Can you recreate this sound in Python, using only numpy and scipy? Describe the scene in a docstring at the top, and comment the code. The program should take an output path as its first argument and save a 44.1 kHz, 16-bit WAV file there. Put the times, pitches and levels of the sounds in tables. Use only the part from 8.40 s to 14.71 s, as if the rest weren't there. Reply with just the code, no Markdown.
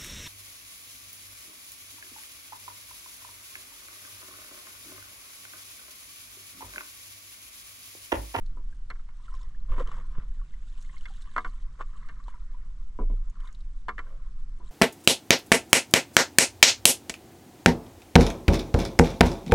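"""In a wooden outrigger boat on calm water a wet nylon net is hauled in by hand, heard from the hauler's place.
Sinkers knock on the side and padded bumps hit the hull: noisy contacts that ring the modes of the wood.
Strands snap as short bands of noise; knots and mesh tap, judder and crackle over the rail as plucked tones,
ringing grains and noise; drips are gliding air bubbles, the trickle a random shower of them. Shaped noise is
the rumble of moving air; decaying low tones are the boat's slow swings and one short thud; a faint hiss stays."""
import sys
import numpy as np
from scipy import signal
from scipy.fft import rfft, irfft, next_fast_len
from scipy.io import wavfile
from scipy.ndimage import map_coordinates

SR = 44100
rng = np.random.default_rng(int(sys.argv[2]) if len(sys.argv) > 2 else 0)


def wrap_up_sound(samples):
    """Save the sound to the file named by the first command line argument, as 16-bit audio."""
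    columns = np.atleast_2d(samples).T
    # keep every value between -1 and 1, then stretch to whole-number steps
    tamed = np.clip(columns, -1, 1)
    steps = np.round(tamed * 32767).astype(np.int16)
    wavfile.write(sys.argv[1], SR, steps)


N = 278271

# spectrum of trickling water: f/Hz, density/dB
TRICKLE = [(300, 0), (520, 0), (780, -25.5), (1020, 0), (1300, -3.5), (1700, -9), (2100, -4.5),
           (2500, -9.5), (3500, -29.5), (6000, -44)]
# spectrum of crackling mesh: f/Hz, density/dB
MESH = [(1500, -3.5), (2500, 0.5), (3300, 4.5), (4200, 3), (5000, -2), (7000, 5.5), (8800, 4.5),
        (10000, -7), (12000, -43.5)]
# spectrum of wet strands sliding: f/Hz, density/dB
SWISH = [(1000, 5.5), (2200, 4), (3500, 0), (4500, -13), (8000, -10.5), (11000, -48)]


def amp(db):
    """Decibels to gain."""
    return 10 ** (np.asarray(db) / 20)


def unit(x):
    """Scaled to rms 1."""
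    return x / np.sqrt(np.mean(x ** 2) + 1e-20)


def along(points, hz):
    """(Hz, value) points read on a log frequency axis."""
    f, v = np.transpose(points)
    return np.interp(np.log(hz + 1), np.log(f + 1), v)


def filtered(x, response):
    """x times a response of frequency, zero-padded."""
    size = x.shape[-1]
    m = next_fast_len(size + 4096)
    return irfft(rfft(x, m) * response(np.fft.rfftfreq(m, 1 / SR)), m)[..., :size]


def coloured(x, spectrum):
    """x through a spectrum, at rms 1."""
    return unit(filtered(x, lambda hz: amp(along(spectrum, hz))))


def fade(t, t60):
    """A decay of 60 dB in t60."""
    return np.exp(-np.log(1000) * t / t60)


def swell(start, hold, attack, release):
    """A gain that builds up to start, holds, then dies away; attack and release are time constants in s."""
    t = np.arange(N) / SR - start
    return np.exp(np.minimum(t, 0) / attack - np.maximum(t - hold, 0) / release)


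def clumping(per_s, depth_db):
    """A gain that wanders smoothly between random levels, per_s of them a second."""
    position = np.arange(N) * per_s / SR
    levels = rng.standard_normal(int(position[-1]) + 2)
    return amp(depth_db * map_coordinates(levels, [position]))


def add(track, s, sound):
    """Mix a sound into a track at time s."""
    part = track[max(round(s * SR), 0):][:len(sound)]
    part += sound[:len(part)]


def bubble(t, hz, cycles, glide):
    """A trapped air bubble rings for a t60 of so many cycles and glides in pitch as it moves under the surface."""
    life = cycles / hz
    phase = 2 * np.pi * hz * (t + glide * t * t / (2 * life))
    return np.sin(phase) * fade(t, life) * (1 - np.exp(-t * hz))


def grains(per_s, hz, spread, cycles, scatter_db, size):
    """A random shower of tiny ringing grains, pitched within spread octaves either way, at rms 1."""
    count = int(per_s * N / SR)
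    when, pitch, strength = rng.random((count, 3)).T
    pitches = hz * 2 ** (spread * (2 * pitch - 1))
    gains = amp(-scatter_db * np.log(np.maximum(strength, .02)))
    waves = gains[:, None] * bubble(np.arange(size) / SR, pitches[:, None], cycles, glide=0.13)
    places = (when * N).astype(int)[:, None] + np.arange(size)
    return unit(np.bincount(places.ravel(), waves.ravel(), N)[:N])


def wood_ring(t, scatter_db, ring_share):
    """The boat's modes, at new strengths and signs for each contact; ring_share scales their t60."""
    # modes of the wooden boat: f/Hz, level/dB, t60/s
    modes = [(209.1, -13, 0.22), (300, -12, 0.16), (390.3, -12, 0.17), (470, -7, 0.12), (640, -8, 0.088),
             (740, -3, 0.09), (940, -7, .07), (1005, -3, .07), (1055, -3, .075), (1152, 0, .09),
             (1229, -2, .09), (1355, -1, .07), (1435, -1, .06), (1585, 0, .055), (1690, -6, .065),
             (1800, -1, .05), (2010, 2, .042), (2130, 1, .042), (2800, -10, .04), (3080, -8, .045),
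             (3420, -10, .04), (4300, -12, .03)]
    hz, db, t60 = np.transpose(modes)[:, :, None]
    gains = amp(db + scatter_db * rng.standard_normal(db.shape)) * rng.choice([-1, 1], db.shape)
    return np.sum(gains * np.sin(2 * np.pi * hz * t) * fade(t, t60 * ring_share), axis=0)


def blow(voice, hardness_db, ring_share, rattle_db, pad_hz=None):
    """One contact rattles and rings the boat; hardness sets the balance of the registers."""
    # hull, plank, rail and crack registers: low f/Hz, high f/Hz
    registers = [(150, 850), (900, 1520), (1480, 2330), (2400, 8500)]
    # spectrum of a contact's noise: f/Hz, density/dB
    clatter = [(150, -2), (400, 3.5), (700, 0), (1100, 3.5), (1700, -21), (2150, 15), (2600, 3),
               (3200, -10.5), (4300, -11.5), (5500, -19.5), (8500, -23)]
    t = np.arange(SR // 4) / SR
    decay = fade(t, .035) + amp(-15) * fade(t, .12)
    rattle = amp(rattle_db) * coloured(rng.standard_normal(len(t)), clatter) * decay
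    sound = rattle + wood_ring(t, scatter_db=3, ring_share=ring_share)
    if pad_hz:
        sound = signal.sosfilt(signal.butter(2, pad_hz, fs=SR, output='sos'), sound)
    out = np.zeros(len(t))
    for band, (db, slope) in zip(registers, voice):
        part = signal.sosfilt(signal.butter(5, band, 'band', fs=SR, output='sos'), sound)
        onset_level = np.std(part[:SR // 90])
        out += amp(db + slope * hardness_db) * part / onset_level
    return out


def sinkers():
    """Sinkers land on one end and then the other; the struck spot adds its own ring. Two clink together."""
    # sinkers on the side: t/s, level/dB, hardness/dB, spot f/Hz, kick/dB, gap to other end/s, its level/dB
    strikes = [(0.502, -48, 4, 1320, 7, .004, 3), (0.555, -64.5, 2, 1620, 0, 0.0036, -1),
               (0.595, -68.5, 4.5, 1300, 13, 0.013, -7), (0.689, -63, 4, 1105, 9, 0.014, -20),
               (2.655, -59, 10, 2000, 21, .002, -7.5), (2.964, -30.5, 0.5, 1256, 11.5, 0.016, 2.5),
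               (3.047, -38, 1.5, 1494, 0, 0.01, -6), (3.403, -52, -34, 1040, 13, 0.0048, 11),
               (3.688, -52.5, 3, 1380, -11, 0.0048, 2), (5.484, -32.5, 1, 1083, 5.5, 0.0067, 0),
               (5.5813, -45.5, 3.5, 1800, 15.5, 0.0097, 4)]
    # one row per register: level/dB, slope/(dB per dB of hardness)
    voice = [(-11.5, 0.43), (-0.5, -0.04), (-9, 2), (-17.5, 2.5)]
    kick_peak_s, spot_db, spot_t60_s = .0007, 3, .06
    clink_s, clink_hz, clink_db, clink_t60_s = .5025, 4200, -40.5, 0.022
    out, t = np.zeros(N), np.arange(SR // 4) / SR
    for s, db, hardness_db, hz, kick_db, gap_s, second_db in strikes:
        tone = np.sin(2 * np.pi * hz * t)
        kick = amp(kick_db) * t / kick_peak_s * np.exp(1 - t / kick_peak_s)
        add(out, s, amp(db + spot_db) * tone * fade(t, spot_t60_s))
        for delay_s, end_db in ((0, 0), (gap_s, second_db)):
            boat = blow(voice, hardness_db, ring_share=1, rattle_db=5)
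            add(out, s + delay_s, amp(db + end_db) * (boat + kick * tone))
    clink = np.sin(2 * np.pi * clink_hz * t) * fade(t, clink_t60_s)
    add(out, clink_s, amp(clink_db) * clink)
    return out


def bumps():
    """Padded hands and feet settle on the hull in weaker, softer contacts that damp the wood; a plank rings."""
    # hands and feet on the hull: t/s, level/dB, hardness/dB, muffled above f/Hz
    contacts = [(0.169, -67, 3.5, 400), (1.379, -49.5, 2.5, 434), (4.588, -43, 0, 400),
                (4.62, -52, -12, 250), (4.698, -48, -5, 198), (6.199, -63.5, 2, 320)]
    # one row per register: level/dB, slope/(dB per dB of hardness)
    voice = [(6, 0.5), (-4.5, 3), (-24.5, 4.5), (-25.5, -0.5)]
    settle_s, settle_loss_db, settle_softer_db = 0.0095, 1.5, 0.5  # per contact
    plank_hz, plank_db, plank_t60_s = 989, 13, 0.088
    plank_slope = 2.5  # dB per dB of hardness
    out, t = np.zeros(N), np.arange(SR // 4) / SR
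    plank = np.sin(2 * np.pi * plank_hz * t) * fade(t, plank_t60_s) * (1 - np.exp(-t / 0.0059))
    for s, db, hardness_db, pad_hz in contacts:
        add(out, s, amp(db + plank_db + plank_slope * hardness_db) * plank)
        for k in range(5):
            softer_db = hardness_db - k * settle_softer_db
            contact = blow(voice, softer_db, ring_share=0.6, rattle_db=14, pad_hz=pad_hz)
            add(out, s + k * settle_s, amp(db - k * settle_loss_db) * contact)
    return out


def snaps():
    """Taut wet strands slip free with a small tick and a rough, short ring of narrow-band noise."""
    # loudest strands: t/s, reference level/dB, f/Hz
    strands = [(0.061, -42, 4200), (0.501, -49.5, 8200), (0.859, -50, 3500), (0.95, -43, 3260),
               (1.014, -46, 3700), (1.41, -46, 3400), (1.474, -38, 3100), (2.377, -42.5, 3000),
               (2.412, -46.5, 5800), (2.425, -43, 6630), (2.581, -44.5, 4100), (2.609, -41, 3040),
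               (2.655, -51.5, 3380), (2.685, -42.5, 3380), (2.738, -41.5, 3450), (2.77, -42.5, 3800),
               (2.82, -37, 3750), (2.937, -47, 3340), (3.078, -54, 4460), (3.095, -47, 4160),
               (3.687, -44.5, 4120), (3.838, -48.5, 4130), (4.879, -56, 6960), (4.897, -44.5, 6950),
               (5.003, -42.5, 3190), (5.074, -41.5, 3740), (5.127, -46.5, 6750), (5.148, -43, 3900),
               (5.206, -46.5, 3830)]
    tick_db, ring_db, ring_q = -21, -12.0, 11  # dB re reference level
    out, t = np.zeros(N), np.arange(SR // 16) / SR
    for s, db, hz in strands:
        tick = coloured(rng.standard_normal(len(t)), MESH) * fade(t, 0.028)
        b, a = signal.iirpeak(hz, ring_q, SR)
        ring = unit(signal.lfilter(b, a, rng.standard_normal(len(t)))) * fade(t, 0.033)
        add(out, s, amp(db) * (amp(tick_db) * tick + amp(ring_db) * ring))
    return out


def knots():
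    """Larger knots catch on the rail at varying spots and pluck it: dull, scratchy, quickly damped taps."""
    # knots jumping the rail: t/s, level/dB
    jumps = [(1.291, -45), (1.319, -40), (1.381, -32), (1.397, -33.5), (1.403, -28.5), (1.491, -38),
             (1.516, -31), (1.542, -38.5), (1.568, -42), (1.583, -39.5), (3.882, -32)]
    rail_hz, spread_share, t60_s, scratch_db = 1060, .06, .025, -16
    out, t = np.zeros(N), np.arange(SR // 16) / SR
    for s, db in jumps:
        hz = rail_hz * (1 + spread_share * rng.standard_normal())
        tap = np.sin(2 * np.pi * hz * t) * (1 - np.exp(-t * hz))
        scratch = amp(scratch_db) * coloured(rng.standard_normal(len(t)), SWISH)
        add(out, s, amp(db) * (tap + scratch) * fade(t, t60_s))
    return out


def drags():
    """Knots judder over the rail in short strokes and shake planks and hull; strands swish, the hull groans."""
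    # strokes over the rail: middle t/s, half length/s, level/dB before trim, hull re planks/dB
    strokes = [(1.328, 0.029, -46, -4.5), (1.399, 0.027, -41.5, -5.5), (1.478, 0.015, -48, -10),
               (1.521, 0.032, -51, -14.5), (1.595, 0.026, -55, -5.5), (1.782, 0.064, -54, -16.5),
               (3.412, 0.016, -42.5, -20.5), (5.714, 0.07, -65, 6.5)]
    # spectrum of the hull under the net: f/Hz, density/dB
    scrape = [(150, -6), (300, -10), (420, -1), (505, 4), (620, -1), (800, -16), (1500, -35)]
    trim_db = -2.0
    groan_s, groan_half_s, groan_hz, groan_db = 1.41, 0.0075, 501, -30
    out, t = np.zeros(N), np.arange(N) / SR
    judder = grains(per_s=1100, hz=1700, spread=1.3, cycles=6, scatter_db=3, size=400)
    planks = coloured(judder, TRICKLE)
    spatter = clumping(per_s=220, depth_db=4)
    swish = amp(-7.5) * coloured(spatter * rng.standard_normal(N), SWISH)
    hull = coloured(rng.standard_normal(N), scrape)
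    for s, half_s, db, hull_db in strokes:
        stroke = np.exp(-((t - s) / half_s) ** 2)
        out += amp(db + trim_db) * stroke * (planks + swish + amp(hull_db) * hull)
    groan = np.exp(-((t - groan_s) / groan_half_s) ** 2) * np.sin(2 * np.pi * groan_hz * t)
    return out + amp(groan_db) * groan


def drips():
    """Drops plink into the water beside the hull: a ringing air bubble and a faint splash of noise."""
    # biggest drops: t/s, level/dB, f/Hz, glide over one t60/share of f
    drops = [(0.326, -51.5, 1600, -0.003), (.798, -53, 1027, -0.14), (0.882, -41.5, 1370, -0.24),
             (0.94, -48.5, 5400, 0), (0.94, -39, 1092, -0.18), (.977, -56, 5360, 0),
             (1.032, -49.5, 5350, 0.038), (1.147, -53, 1670, 0.44), (1.995, -53.5, 1410, 0.083),
             (2.014, -48, 1140, -0.06), (2.138, -46, 1980, .05), (2.448, -51, 2060, 0.11),
             (2.495, -46, 1990, 0.11), (2.541, -47, 1090, 0.03), (2.567, -42.5, 2100, 0.11),
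             (2.682, -44, 1460, -0.46), (2.702, -49, 810, -0.17), (2.874, -48, 1104, 0.34),
             (3.554, -49.5, 1077, 0.35), (3.614, -51, 1185, 0.56), (3.801, -49, 1126, 0.15),
             (3.941, -43.5, 980, -0.04), (4.145, -47, 987, 0.018), (4.77, -57, 1280, 0),
             (4.956, -53.5, 1350, 0), (5.043, -45.5, 1050, 0.16), (5.668, -50, 1560, 0)]
    out, t = np.zeros(N), np.arange(SR // 8) / SR
    for s, db, hz, glide in drops:
        splash = coloured(rng.standard_normal(len(t)), TRICKLE) * fade(t, 0.11)
        plink = bubble(t, hz, cycles=63, glide=glide)
        add(out, s, amp(db) * (plink + amp(-20.5) * splash))
    return out


def wet_net():
    """Water trickles from the rising net while its mesh crackles; swung aboard, it sheds a shower."""
    # pulls on the net: start t/s, hold/s, trickle/dB, mesh/dB
    pulls = [(0.888, 0.14, -62.5, -71), (1.472, 0.14, -58.5, -69.5), (2.505, 0.55, -64.5, -67),
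             (3.543, 0.38, -61, -75), (5.051, 0.031, -57.5, -66.5), (5.65, 0.21, -67, -83),
             (6.269, 0.024, -65.5, -65)]
    attack_share, release_share, drain_share = 0.6, 0.34, 0.59  # time constants over the hold
    idle_trickle_db, idle_mesh_db = -77, -78  # net hanging between pulls
    shower_s, shower_hold_s, shower_db = 2.93, 0.04, -66.5
    flow, strain = amp(idle_trickle_db), amp(idle_mesh_db)
    for s, hold_s, trickle_db, mesh_db in pulls:
        draining = swell(s, hold_s, attack=0.093, release=drain_share * hold_s)
        pulling = swell(s, hold_s, attack_share * hold_s, release_share * hold_s)
        flow = np.hypot(flow, amp(trickle_db) * draining)
        strain = np.hypot(strain, amp(mesh_db) * pulling)
    shed = amp(shower_db) * swell(shower_s, shower_hold_s, attack=1.0, release=0.11)
    drops = grains(per_s=480, hz=1500, spread=.65, cycles=32, scatter_db=2.2, size=1400)
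    spurts = clumping(per_s=20, depth_db=2.5)
    trickle = coloured(spurts * (drops + .5 * rng.standard_normal(N)), TRICKLE)
    crackle = grains(per_s=1400, hz=4700, spread=1.1, cycles=40, scatter_db=3.4, size=400)
    bunches = clumping(per_s=45, depth_db=2.4)  # strands come free in bunches
    mesh = coloured(bunches * (crackle + 0.74 * rng.standard_normal(N)), MESH)
    shower = grains(per_s=300, hz=2300, spread=.75, cycles=35, scatter_db=2.6, size=1200)
    return flow * trickle + strain * mesh + shed * shower


def rumble():
    """Moving air rumbles as low noise."""
    # spectrum of the rumble: f/Hz, density/dB
    spectrum = [(12, 1.5), (22, 2.5), (33, -3), (48, -16), (80, -30), (140, -33.5), (210, -39.5),
                (300, -49), (800, -70), (1300, -115)]
    # course of the rumble: t/s, level/dB
    course = [(0, -28.5), (.75, -36.5), (1.5, -26), (2.4, -34), (3.4, -32.5), (5.1, -33), (6.3, -31.5)]
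    level_db = np.interp(np.arange(N) / SR, *np.transpose(course))
    return amp(level_db) * coloured(rng.standard_normal(N), spectrum)


def thumps():
    """Soft blows set the boat swinging slowly, with a weaker higher tone; at 1.784 s a short low thud."""
    # slow swings below 30 Hz and one short thud: t/s, level/dB, f/Hz, t60/s
    low_tones = [(1.305, -10.5, 23.44, 0.42), (1.784, -21.5, 95.6, 0.027), (4.594, -14, 26.47, 0.8),
                 (4.702, -16, 28.8, 0.94)]
    rise_share = 0.024  # rise time constant over t60
    upper_ratio, upper_db, upper_t60_s = 3.6, -21.5, 0.79  # this decay is on top of the low tone's own
    out, t = np.zeros(N), np.arange(SR) / SR
    for s, db, hz, t60 in low_tones:
        low = np.sin(2 * np.pi * hz * t)
        upper = amp(upper_db) * np.sin(2 * np.pi * upper_ratio * hz * t) * fade(t, upper_t60_s)
        envelope = fade(t, t60) * (1 - np.exp(-t / (rise_share * t60)))
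        add(out, s, amp(db) * (low + upper) * envelope)
    return out


def hiss():
    """A faint steady hiss: independent mid and side noise, spread to left and right."""
    # spectrum of the hiss: f/Hz, density/dB
    air = [(700, 3), (1200, 7.5), (2600, -2), (4000, -5), (5500, -4), (8700, -11.5), (10000, -14.5),
           (11500, -49)]
    mid, side = coloured(rng.standard_normal((2, N)), air)
    return amp(-72.0) * (mid + amp(-1.5) * np.array([side, -side]))


def ports(hz):
    """Two microphone ports differ in phase and level, split evenly between left and right."""
    # phase between ports: f/Hz, left lead/rad
    lead = [(100, 0), (300, .3), (450, .6), (1200, .5), (1550, -.2), (1830, 0), (1930, -1.8), (2200, -1.9),
            (2450, -2.6), (2750, -1.8), (2980, -.2), (3270, -1.3), (3600, -.2), (4400, .2), (6000, 0)]
    # level between ports: f/Hz, left minus right/dB
    balance = [(150, -.6), (450, -2), (700, .5), (1050, 1.5), (1620, -1.5), (1800, 4), (1980, -2.3),
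               (2650, -1), (2900, 6), (3200, .5), (3650, 2.5), (4400, -2), (5600, -2.3), (7000, .2)]
    left_right = np.array([[.5], [-.5]])
    return np.exp(1j * left_right * along(lead, hz)) * amp(left_right * along(balance, hz))


def scene():
    """The work on the boat is close by, over a faint steady hiss."""
    work = sinkers() + bumps() + snaps() + knots() + drags()
    water = drips() + wet_net()
    low = rumble() + thumps()
    return filtered(work + water + low, ports) + hiss()


def record(dry):
    """Nothing passes above a sharp band limit."""
    top_hz = 13150
    return filtered(dry, lambda hz: hz < top_hz)


dry = scene()
out = record(dry)
wrap_up_sound(out)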